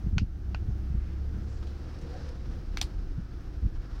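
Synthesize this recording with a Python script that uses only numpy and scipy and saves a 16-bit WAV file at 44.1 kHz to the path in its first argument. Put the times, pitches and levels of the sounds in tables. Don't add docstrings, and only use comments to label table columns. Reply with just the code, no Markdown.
import sys
import numpy as np
from scipy import signal
from scipy.fft import rfft, irfft
from scipy.io import wavfile
from scipy.ndimage import uniform_filter1d

SR = 44100
rng = np.random.default_rng(int(sys.argv[2]) if len(sys.argv) > 2 else 0)


def inscribe(sig):
    pcm = np.round(np.clip(np.atleast_2d(sig).T, -1, 1) * 32767)
    wavfile.write(sys.argv[1], SR, pcm.astype(np.int16))


N = 176400


def undb(db):
    return 10 ** (np.asarray(db) / 20)


def gains(points, size):
    hz, db = np.array(points, float).T
    return undb(np.interp(np.log(np.fft.rfftfreq(size, 1 / SR) + 1e-3), np.log(hz), db))


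def noise(points, size):
    y = irfft(rfft(rng.standard_normal(size)) * gains(points, size), size)
    return y / y.std()


def colour(x, points, size=16384):
    cepstrum = irfft(np.log(gains(points, size)))
    cepstrum[1:size // 2] *= 2
    cepstrum[size // 2 + 1:] = 0
    return irfft(rfft(x, size) * np.exp(rfft(cepstrum)))[:len(x)]


def band_noise(hz, kind, size):
    return signal.sosfilt(signal.butter(2, hz, kind, fs=SR, output="sos"), rng.standard_normal(size))


def unit(x):
    return x / np.sqrt(np.sum(x ** 2))


def gaussian(t, sigma):
    return np.exp(-.5 * (t / sigma) ** 2)


def decay(t, t60):
    return np.exp(-np.log(1000) * t / t60)


def walk(rate_hz):
    step = int(SR / rate_hz)
    return uniform_filter1d(np.repeat(rng.standard_normal(N // step + 1), step), step)[:N]


def add(out, x, start_s):
    i = max(int(round(start_s * SR)), 0)
    out[i:i + len(x)] += x[:max(len(out) - i, 0)]


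def room_noise(t):
    # (frequency [Hz], relative level [dB])
    rumble_spectrum = [(12, -20), (22, 6), (55, 3.5), (90, -5.5), (120, -11.5), (180, -39.5), (400, -70.5)]
    hiss_spectrum = [(40, -12), (110, 0), (190, 0), (240, -5.5), (335, -2.5), (420, -16), (560, -23),
                     (740, -19), (900, -26.5), (1050, -28.5), (1300, -22.5), (1550, -25), (2050, -32.5),
                     (2600, -34), (3500, -37), (4200, -37), (5200, -36.5), (6200, -38.5), (7200, -47.5),
                     (10000, -51.5), (15500, -50.5)]
    # (time [s], gain [dB])
    rumble_levels = [(0, -31.5), (.5, -37.5), (.95, -33), (1.15, -37.5), (2.1, -39.5), (2.7, -35),
                     (3.3, -35.5), (4, -33.5)]
    hiss_drift = [(0, -1), (.6, 2), (1.1, 0), (2.8, 0.5), (3.4, -0.5), (3.8, -1.5), (4, -0.5)]
    hiss_db, wander_db = -48.5, 2.38
    rumble = noise(rumble_spectrum, N) * undb(np.interp(t, *np.array(rumble_levels).T))
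    drift_db = np.interp(t, *np.array(hiss_drift).T)
    hiss = noise(hiss_spectrum, N) * undb(hiss_db + drift_db + wander_db * walk(6.87))
    return rumble + hiss


def far_engine(t):
    # (time [s], firing rate [Hz], drone level [dB], overtone level [dB])
    running = [(0, 31.53, -53, -80), (.4, 32.09, -35.5, -69), (.8, 32.48, -35, -66.5),
               (1.05, 33.61, -35.5, -67.5), (1.302, 34.44, -33.5, -63.5), (1.55, 34.99, -37, -62),
               (1.8, 35.14, -41.5, -62.5), (2.1, 35.9, -44, -54), (2.4, 36.11, -44.5, -61),
               (2.801, 36.34, -52, -69.5), (4, 36.27, -48.5, -75)]
    # (multiple of the firing rate, relative level [dB])
    drone = [(2, 0), (3, -9), (5, -23), (6, -24)]
    overtones = [(4, 4), (8, -4), (10, -6), (13, -2), (14, -6), (15, -8)]
    waver_db = 1.6
    when, firing_hz, drone_db, overtone_db = np.array(running).T
    cycles = np.cumsum(np.interp(t, when, firing_hz)) / SR
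    out = np.zeros(N)
    for partials, level_db in ((drone, drone_db), (overtones, overtone_db)):
        for multiple, db in partials:
            tone = np.sqrt(2) * np.sin(2 * np.pi * (multiple * cycles + rng.random()))
            out += tone * undb(db + np.interp(t, when, level_db) + waver_db * walk(8.03))
    return out


def cloth_rustle(t):
    # (frequency [Hz], relative level [dB])
    spectrum = [(150, -6.5), (280, -5.5), (360, -3.5), (420, -9.5), (490, -5.5), (580, -12), (720, -13.5),
                (950, -15), (1650, -16.5), (2100, -22), (3500, -25), (5400, -23), (6500, -33.5),
                (7500, -38), (15500, -55)]
    # (time [s], level [dB])
    rubbing = [(0, -75), (.85, -63), (1.1, -60.5), (1.35, -58.5), (1.5, -55.5), (1.68, -54.5),
               (1.76, -56.5), (1.95, -53), (2.17, -51.5), (2.35, -52), (2.6, -55.5), (2.8, -54.5),
               (3.05, -58), (3.65, -58), (3.88, -57), (4, -49)]
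    # (time [s], level [dB], half length [s], centre [Hz], bandwidth [Hz])
    brushes = [(1.054, -65, 0.12, 1810, 1400), (1.528, -71, 0.068, 6400, 2500),
               (2.163, -53.5, 0.037, 538.3, 70), (2.166, -53.5, 0.031, 735, 129),
               (2.202, -61, 0.063, 1620, 350), (2.2, -64, 0.075, 4730, 1980), (3.247, -65, 0.24, 1390, 450),
               (3.893, -62.5, 0.1, 1410, 500)]
    roughness_db = 2
    out = noise(spectrum, N) * undb(np.interp(t, *np.array(rubbing).T) + roughness_db * walk(60))
    for when, db, half_s, hz, width_hz in brushes:
        band = band_noise([hz - width_hz / 2, hz + width_hz / 2], "band", N)
        out += undb(db) * band / band.std() * gaussian(t - when, half_s)
    return out


def grip_creaks():
    # (time [s], level [dB], time constant [s], centre [Hz])
    creaks = [(1.625, -55, 0.013, 1320), (1.627, -60, 0.016, 4100), (1.67, -58, 0.031, 4000),
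              (1.987, -58, 0.0085, 4930), (2.014, -61.5, 0.013, 5840), (2.2902, -50.5, 0.0026, 4900)]
    out, t = np.zeros(N), np.arange(SR // 5) / SR
    for start, db, decay_s, hz in creaks:
        spectrum = [(hz / 4, -20), (hz, 0), (hz * 2, -17), (hz * 4, -40), (hz * 8, -70)]
        add(out, undb(db) * noise(spectrum, len(t)) * np.exp(-t / decay_s), start)
    return out


def finger_bumps():
    # (time [s], gain [dB], frequency [Hz], half length [s])
    bumps = [(0.071, -14.5, 79, 0.0017), (.139, -18, 77, 0.0081), (.172, -11, 95, 0.0023),
             (.203, -25.5, 90, 0.0033), (0.22, -18, 131, 0.0019), (0.23, -14.5, 62, 0.0031),
             (0.63, -24.5, 70.9, 0.007), (0.692, -18.5, 87, 0.004), (0.908, -29.5, 140, 0.0076),
             (.951, -16, 52.6, 0.0041), (0.988, -24.5, 43.5, 0.009), (2.496, -23, 42.46, 0.0075),
             (2.994, -27, 38.3, 0.025), (3.185, -25, 142, 0.0036), (3.197, -35, 192, 0.0067),
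             (3.638, -18, 64.7, 0.0076), (3.659, -14, 52.5, 0.0045)]
    # (frequency [Hz], relative level [dB])
    scuff_spectrum = [(40, -6), (120, 5.5), (220, 3), (330, -14), (500, -23), (1000, -64)]
    scuff_db, scuff_half_s = -19.5, 0.012
    out, t = np.zeros(N), np.arange(-SR // 10, SR // 10) / SR
    for when, db, hz, half_s in bumps:
        push = -np.sin(2 * np.pi * hz * t) * gaussian(t, half_s)
        scuff = undb(scuff_db) * noise(scuff_spectrum, len(t)) * gaussian(t, scuff_half_s)
        add(out, undb(db) * (push + scuff)[t + when >= 0], when + t[0])
    return out


def reverberation(t):
    # (frequency [Hz], gain [dB])
    response = [(300, -19), (800, -2), (1500, 4), (3000, 4.5), (5000, 8), (9000, 7.5), (16000, 6)]
    crossover_hz, delay_s = 3000, 0.0027
    wall_s, wall_spread_s, wall_db = .014, .004, -7
    low = band_noise(crossover_hz, "low", len(t)) * decay(t, t60=.1)
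    high = band_noise(crossover_hz, "high", len(t)) * decay(t, t60=.12)
    tail = (low + high) * (t > delay_s)
    walls = rng.standard_normal(len(t)) * gaussian(t - wall_s, wall_spread_s)
    return colour(unit(tail) + undb(wall_db) * unit(walls), response)


def switch(t, snaps, modes, crack_spectrum):
    colour_hz = [520, 900, 1450, 2400, 3500, 5000, 8000, 14000]
    crack_decay_s = 0.0007
    ring = unit(sum((-1) ** k * undb(db) * np.sin(2 * np.pi * hz * t) * decay(t, t60)
                    for k, (hz, db, t60) in enumerate(modes)))
    out = np.zeros(N)
    for start, db, rebound_ms, rebound_db, room_db, *colour_db in snaps:
        direct = np.zeros(len(t))
        for lag_s, gain in ((0, 1), (rebound_ms / 1000, undb(rebound_db))):
            burst = rng.standard_normal(len(t)) * np.exp(-t / crack_decay_s)
            crack = unit(colour(burst, crack_spectrum))
            add(direct, gain * (ring + crack), lag_s)
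        reflected = undb(room_db) * unit(colour(reverberation(t), crack_spectrum))
        snap = colour(unit(direct) + reflected, list(zip(colour_hz, colour_db)))
        add(out, undb(db) * snap, start)
    return out


def racket_switches():
    # (time [s], gain [dB], rebound delay [ms], rebound gain [dB], room gain [dB],
    # then gain [dB] at each tone-colour frequency)
    button = [(0.1818, -6.3, 0.5, -12, -12, -4, -1, 1.5, 1, 4.5, 4, 1, 0),
              (0.5467, -11.3, .3, -13, -13, 2, -1, 5, 0, -2.5, -7.5, -8, -4), ]
    slider = [(2.7722, -9.3, .45, -15, -7.5, -6, -4, 3.5, 6, -2.5, -1, -3.5, -9),
              (2.8141, -4.2, .85, -2.5, -7.5, 1, 3.5, -5.5, 0.5, 2, 3.3, 1.5, -4), ]
    # (frequency [Hz], relative level [dB], T60 [s])
    button_modes = [(830, -14, 0.019), (1340, -10, 0.048), (1470, 4.5, 0.018), (1660, -6, .014),
                    (2370, -9, 0.022), (2590, 1, 0.018), (2860, -4, 0.016), (3400, -13, .013),
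                    (4400, -4, 0.017), (5480, -12, 0.016), (5950, -10, 0.016), (6700, -11, 0.011),
                    (8840, -23, 0.02)]
    slider_modes = [(730, 2, 0.012), (861, -13, 0.04), (1120, -10, .014), (1965, -10, 0.02),
                    (2280, -14, 0.02), (2720, -8, 0.018), (3650, 0, 0.01), (4380, 0, 0.012),
                    (5000, -4, 0.012), (5750, -2, 0.013), (6200, -2, 0.01), (7450, -10, 0.012)]
    # (frequency [Hz], relative level [dB])
    button_crack = [(300, -11), (680, 3), (1050, -1), (1450, -2.5), (2000, -4.5), (2700, 4.5), (3600, -11),
                    (4500, -8.5), (6400, -16), (7700, -31), (11000, -42), (16000, -40)]
    slider_crack = [(300, -33), (700, 3.5), (2000, 2.5), (4400, 2), (6200, -9.5), (8000, -10.5),
                    (11000, -13.5), (16000, -18)]
    t = np.arange(SR // 4) / SR
    return switch(t, button, button_modes, button_crack) + switch(t, slider, slider_modes, slider_crack)


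def scene():
    t = np.arange(N) / SR
    handling = racket_switches() + finger_bumps() + cloth_rustle(t) + grip_creaks()
    return (handling + far_engine(t) + room_noise(t))[None]


def record(dry):
    cutoff_hz = 15950
    return signal.sosfilt(signal.ellip(10, .2, 80, cutoff_hz, fs=SR, output="sos"), dry)


dry = scene()
out = record(dry)
inscribe(out)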